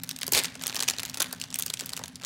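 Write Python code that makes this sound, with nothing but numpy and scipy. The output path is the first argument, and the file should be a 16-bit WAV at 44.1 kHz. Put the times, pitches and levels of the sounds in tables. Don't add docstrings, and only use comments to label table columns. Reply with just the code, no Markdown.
import sys
import numpy as np
from scipy import signal
from scipy.fft import rfft, irfft, next_fast_len
from scipy.io import wavfile
from scipy.ndimage import map_coordinates

SR = 44100
rng = np.random.default_rng(int(sys.argv[2]) if len(sys.argv) > 2 else 0)


def master(y):
    cut = np.clip(np.atleast_2d(y).T, -1, 1)
    pcm = np.round(cut * 32767)
    wavfile.write(sys.argv[1], SR, pcm.astype(np.int16))


N = 99225


def amp(db):
    return 10 ** (np.asarray(db) / 20)


def unit(x):
    return x / np.sqrt(np.mean(x ** 2) + 1e-20)


def along(points, hz):
    f, v = np.transpose(points)
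    return np.interp(np.log(hz + 1), np.log(f), v)


def add(track, s, sound):
    i = int(np.clip(round(s * SR), 0, N - 1))
    track[i:i + len(sound)] += sound[:N - i]


def filtered(x, gain):
    m = next_fast_len(N + SR // 4)
    spectrum = rfft(x, m) * gain(np.fft.rfftfreq(m, 1 / SR))
    return irfft(spectrum, m)[..., :N]


def noise(tone):
    return unit(filtered(rng.standard_normal(N), lambda hz: amp(along(tone, hz))))


def band(hz, width_hz):
    return unit(filtered(rng.standard_normal(N), lambda f: 1 / (1 + (2 * (f - hz) / width_hz) ** 4)))


def causal(x, db):
    cepstrum = irfft(db * np.log(10) / 20)
    cepstrum[1:len(cepstrum) // 2] *= 2
    cepstrum[len(cepstrum) // 2 + 1:] = 0
    return irfft(rfft(x) * np.exp(rfft(cepstrum)), len(x))


def room_tone():
    # f/Hz, width/Hz, level/dB
    hum_bands = [(119.5, 8.3, -60.5), (170.6, 25, -56), (257.4, 31, -53.5)]
    # f/Hz, level/dB
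    air_tone = [(20, -35), (45, -7.5), (95, 6.5), (190, 6), (330, -9.5), (1500, -15), (5000, -20.5),
                (16000, -42)]
    air_db = -53
    hum = sum(amp(db) * band(hz, width) for hz, width, db in hum_bands)
    return hum + amp(air_db) * noise(air_tone)


def room(x):
    # f/Hz, T60/s
    decay_times = [(2000, 0.59), (15000, 0.24)]
    # f/Hz, level/dB
    answer_tone = [(1250, -4.5), (1750, 4), (2500, -4.5), (6000, -6.5)]
    tail_db, wall_db = -12, -21.5
    wall_s, onset_s = .0086, 0.00049

    hz, t, grid = signal.stft(rng.standard_normal(SR // 2), SR, nperseg=256)
    decay = amp(-60 * t / along(decay_times, hz)[:, None])
    tail = signal.istft(grid * decay, SR)[1]
    tail = tail * (1 - np.exp(-np.arange(len(tail)) / SR / onset_s))
    answer = amp(tail_db) * tail / np.linalg.norm(tail)
    add(answer, wall_s, [amp(wall_db)])
    wet = signal.fftconvolve(x, answer)[:N]
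    return filtered(wet, lambda hz: amp(along(answer_tone, hz)))


def pops(size=4096, count=40):
    # t/s, level/dB (before the overtones and the doubling below), settled f/Hz
    pop_events = [(.28, -36, 376), (.324, -30.5, 403), (.368, -27.5, 440), (1.82, -42.5, 334),
                  (1.993, -43.5, 820), (2.012, -42, 582)]
    t60_s, attack_s, overtone_db = 0.043, .001, -11
    sharp, settle_s = 0.467, 0.0042
    rough_rad = 1

    out, t = np.zeros(N), np.arange(size) / SR
    ratios = np.array([[1], [1.59], [2.14], [2.92]])
    mode_gains = amp(overtone_db * np.log2(ratios))
    envelope = amp(-60 * t / t60_s) * (1 - np.exp(-t / attack_s))
    sagging = t + sharp * settle_s * (1 - np.exp(-t / settle_s))
    for s, db, hz in pop_events:
        flutter = np.array([map_coordinates(rng.standard_normal(count + 1), [count * t / t[-1]])
                            for _ in ratios])
        phase = 2 * np.pi * hz * ratios * sagging + rough_rad * ratios * flutter
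        modes = mode_gains * np.sin(phase)
        add(out, s, 2 * amp(db) * envelope * modes.sum(0))
    return out


def crease(tone, t60, spike, body_db=0, sheen_db=0, size=2048, count=26):
    ring_t60_s, facet_db = 0.038, 2.5
    run_s = 0.0014
    level_span_s = 0.0055

    t, hz = np.arange(size) / SR, np.fft.rfftfreq(size, 1 / SR)
    flutter = rng.standard_normal(size) * amp(-60 * t / t60)
    flutter[:2] += spike * rng.choice([-1, 1]) * np.array([1, -.5])
    flutter[1 + int(rng.random() * run_s * SR)] += .5 * spike * rng.standard_normal()
    ring = rng.standard_normal(size) * amp(-60 * t / ring_t60_s) * (1 - np.exp(-t / run_s))

    facet = map_coordinates(rng.standard_normal(count + 1), [count * np.sqrt(hz / hz[-1])], mode="nearest")
    low = 1 / (1 + (hz / 1600) ** 4)
    high = 1 / (1 + (9000 / (hz + 1)) ** 6)
    colour = along(tone, hz) + facet_db * facet * (1 - .5 * low) + body_db * low + sheen_db * high
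    ring_colour = colour + 20 * np.log10(low) + body_db - 3.5
    y = causal(flutter, colour) + causal(ring, ring_colour)
    return y / np.sqrt(np.sum(y ** 2) / (level_span_s * SR))


def crackle(start, end, per_s, tone, spread_db):
    t60_s = .009
    out, number = np.zeros(N), max(int((end - start) * per_s), 1)
    for k, (place, size) in enumerate(rng.random((number, 2))):
        s = start + (end - start) * (k + 2 * place - .5) / number
        level_db = spread_db * min(-np.log(size), np.pi)
        add(out, s, amp(level_db) * crease(tone, t60_s, spike=1.9))
    return unit(out) * np.sqrt((end - start) * SR / N)


def crinkle():
    # t/s, level/dB (before the trim)
    handling = [(0, -54.5), (.3, -60), (.38, -36), (.44, -37), (0.509, -51.5), (.59, -53.5), (.68, -42),
                (.82, -45), (.87, -50.5), (1.17, -46.5), (1.217, -34), (1.29, -50), (1.77, -58.5),
                (1.81, -44.5), (2.19, -62), (2.245, -35)]
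    # f/Hz, level/dB
    crinkle_tone = [(50, -41), (300, -5.5), (3500, 3), (8000, -4.5), (16000, -17)]
    trim_db = 0.5
    level_db = np.interp(np.arange(N) / SR, *np.transpose(handling))
    fine = crackle(0, N / SR, per_s=140, tone=crinkle_tone, spread_db=3.5)
    return amp(level_db + trim_db) * fine


def rip():
    # f/Hz, level/dB
    rip_tone = [(60, -14), (280, -4.5), (430, 6), (700, -6), (1500, -0.5), (3800, 8.5), (11000, -1.5),
                (16000, -11)]
    start_s, end_s, attack_s, release_s = .333, .391, 0.0038, .008
    end_db, swell_db = -22, 3.5
    tug_s, tug_width_s, tug_db = 0.354, 0.012, -42

    t = np.arange(N) / SR
    gate = np.clip((t - start_s) / attack_s, 0, 1) * np.exp(-np.maximum(t - end_s, 0) / release_s)
    progress = np.clip((t - start_s) / (end_s - start_s), 0, 1)
    breaks = crackle(start_s, end_s + 2 * release_s, per_s=700, tone=rip_tone, spread_db=2.5)
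    tear = amp(end_db + swell_db * (progress - 1.0)) * gate * breaks

    tug = np.exp(-.5 * ((t - tug_s) / tug_width_s) ** 2)
    thud = amp(tug_db) * tug * band(hz=141, width_hz=86)
    return tear + thud


def snaps(count=3):
    # t/s, level/dB (before the trim), body below 1.6 kHz/dB, sheen above 9 kHz/dB
    snap_events = [(0.0354, -30.5, 2.5, 10), (0.0918, -29, 0, 11), (0.1064, -38, -4, -17),
                   (0.112, -30.5, 2.5, 0), (0.163, -36, -18, -7), (0.188, -37.5, -2, 8.5),
                   (0.2129, -35.5, 0, 6), (0.2173, -31.5, 1, -20), (0.2317, -27, 4.5, 1.5),
                   (0.267, -30.5, -4, 11), (0.2795, -29, 5.5, 4.5), (0.322, -18.5, 3, 19.5),
                   (0.3345, -19, 0.5, 7), (0.3492, -21, 4, -2), (0.3763, -22, 4.5, -2),
                   (0.4368, -29.5, 0, 6), (0.445, -28, -3, -14), (0.4553, -29, -4.5, -2),
                   (0.5542, -38, 6.5, -6), (0.613, -38.5, 5, -28), (0.623, -37, -5, 10),
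                   (0.6371, -29, 3.5, 2), (0.6612, -33, 5, -17), (0.6682, -25, -4.5, 7.5),
                   (0.6787, -29.5, 3, 8), (0.6969, -31, 7, -6), (0.7457, -33, 3.5, 3),
                   (0.7566, -29.5, -2, 3), (0.7653, -26.5, 5, -1.5), (0.773, -34.5, 8, -6),
                   (0.7925, -31, 2, -12), (0.8039, -26, 2, -2), (0.8068, -27, 4, -8),
                   (0.8255, -24.5, 5.5, 0.5), (0.8337, -28.5, 0, -4), (0.8402, -36, -2, -6),
                   (0.8792, -30, 3, -11), (0.8832, -25, 2, -6), (0.8863, -19, 4, -1),
                   (0.8989, -23, -0.5, -7), (0.9086, -28.5, 3.5, -2), (0.9363, -35, 4.5, -31),
                   (0.9847, -30, 3, -7), (0.9961, -29.5, 1.5, -8), (1.0011, -33, 3, 4),
                   (1.0326, -29.5, 8, 3), (1.0516, -32, -3, -4), (1.058, -37.5, -8, 14),
                   (1.0976, -33.5, -1, 3), (1.1436, -31.5, 1.5, 0), (1.173, -32, 5, -2),
                   (1.2026, -22.5, 8, 6.5), (1.2059, -24, 5, -3), (1.219, -24.5, -5, -18),
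                   (1.224, -23, 0, 14), (1.3277, -28, 11.5, 16), (1.4, -39.5, -9, 3),
                   (1.4145, -29, -16, -4), (1.4388, -33.5, 3, -8), (1.504, -41, 1, -4),
                   (1.5269, -39, 2.5, -21), (1.5427, -27, -16, 2.5), (1.5577, -29.5, 1, 7),
                   (1.5888, -23, 3, 16.5), (1.5973, -26.5, 7, 18.5), (1.6082, -37, 3, -8),
                   (1.6235, -25, -12, 6.5), (1.6631, -26, 5.5, 15), (1.681, -37.5, 4.5, -3),
                   (1.7015, -28, 5.5, 6), (1.7385, -25.5, -5, -1), (1.7722, -38, -5, -11),
                   (1.7935, -35, -1, 4), (1.7986, -32, 0, -4), (1.8087, -30, 5.5, -0.5),
                   (1.8604, -31.5, -5, 14), (1.8926, -33.5, -5, -2), (1.9334, -29.5, 2.5, -4),
                   (1.9663, -32.5, -10, 6), (1.975, -33, 1, -3), (1.9924, -37.5, 10.5, 0),
                   (2.038, -32, 6, -5), (2.058, -41, -10, -8), (2.081, -40.5, -12, 8),
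                   (2.1571, -37.5, -28, -8), (2.2478, -31, -14, -4)]
    # f/Hz, level/dB
    snap_tone = [(50, -31), (300, -11), (900, -10.5), (3200, 3.5), (6500, 4), (16000, -10)]
    trim_db, t60_s, spike = 0.58, 0.011, 3.76
    lead_s, trail_s = .004, .012
    neighbour_db, scatter_db = -17, 3.3

    out = np.zeros(N)
    for s, db, body_db, sheen_db in snap_events:
        add(out, s, amp(db + trim_db) * crease(snap_tone, t60_s, spike, body_db, sheen_db))
        places = (np.arange(count) + rng.random(count)) / count
        delays = places * (lead_s + trail_s) - lead_s
        for delay, offset_db in zip(delays, rng.normal(0, scatter_db, count)):
            add(out, s + delay, amp(db + neighbour_db + offset_db) * crease(snap_tone, t60_s, spike))
    return out


def scene():
    background = room_tone()
    bag = pops() + crinkle() + rip() + snaps()
    return (bag + room(bag) + background)[None]


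def record(dry):
    top_hz = 15950
    return filtered(dry, lambda hz: 1 / np.sqrt(1 + (hz / top_hz) ** 120))


dry = scene()
out = record(dry)
master(out)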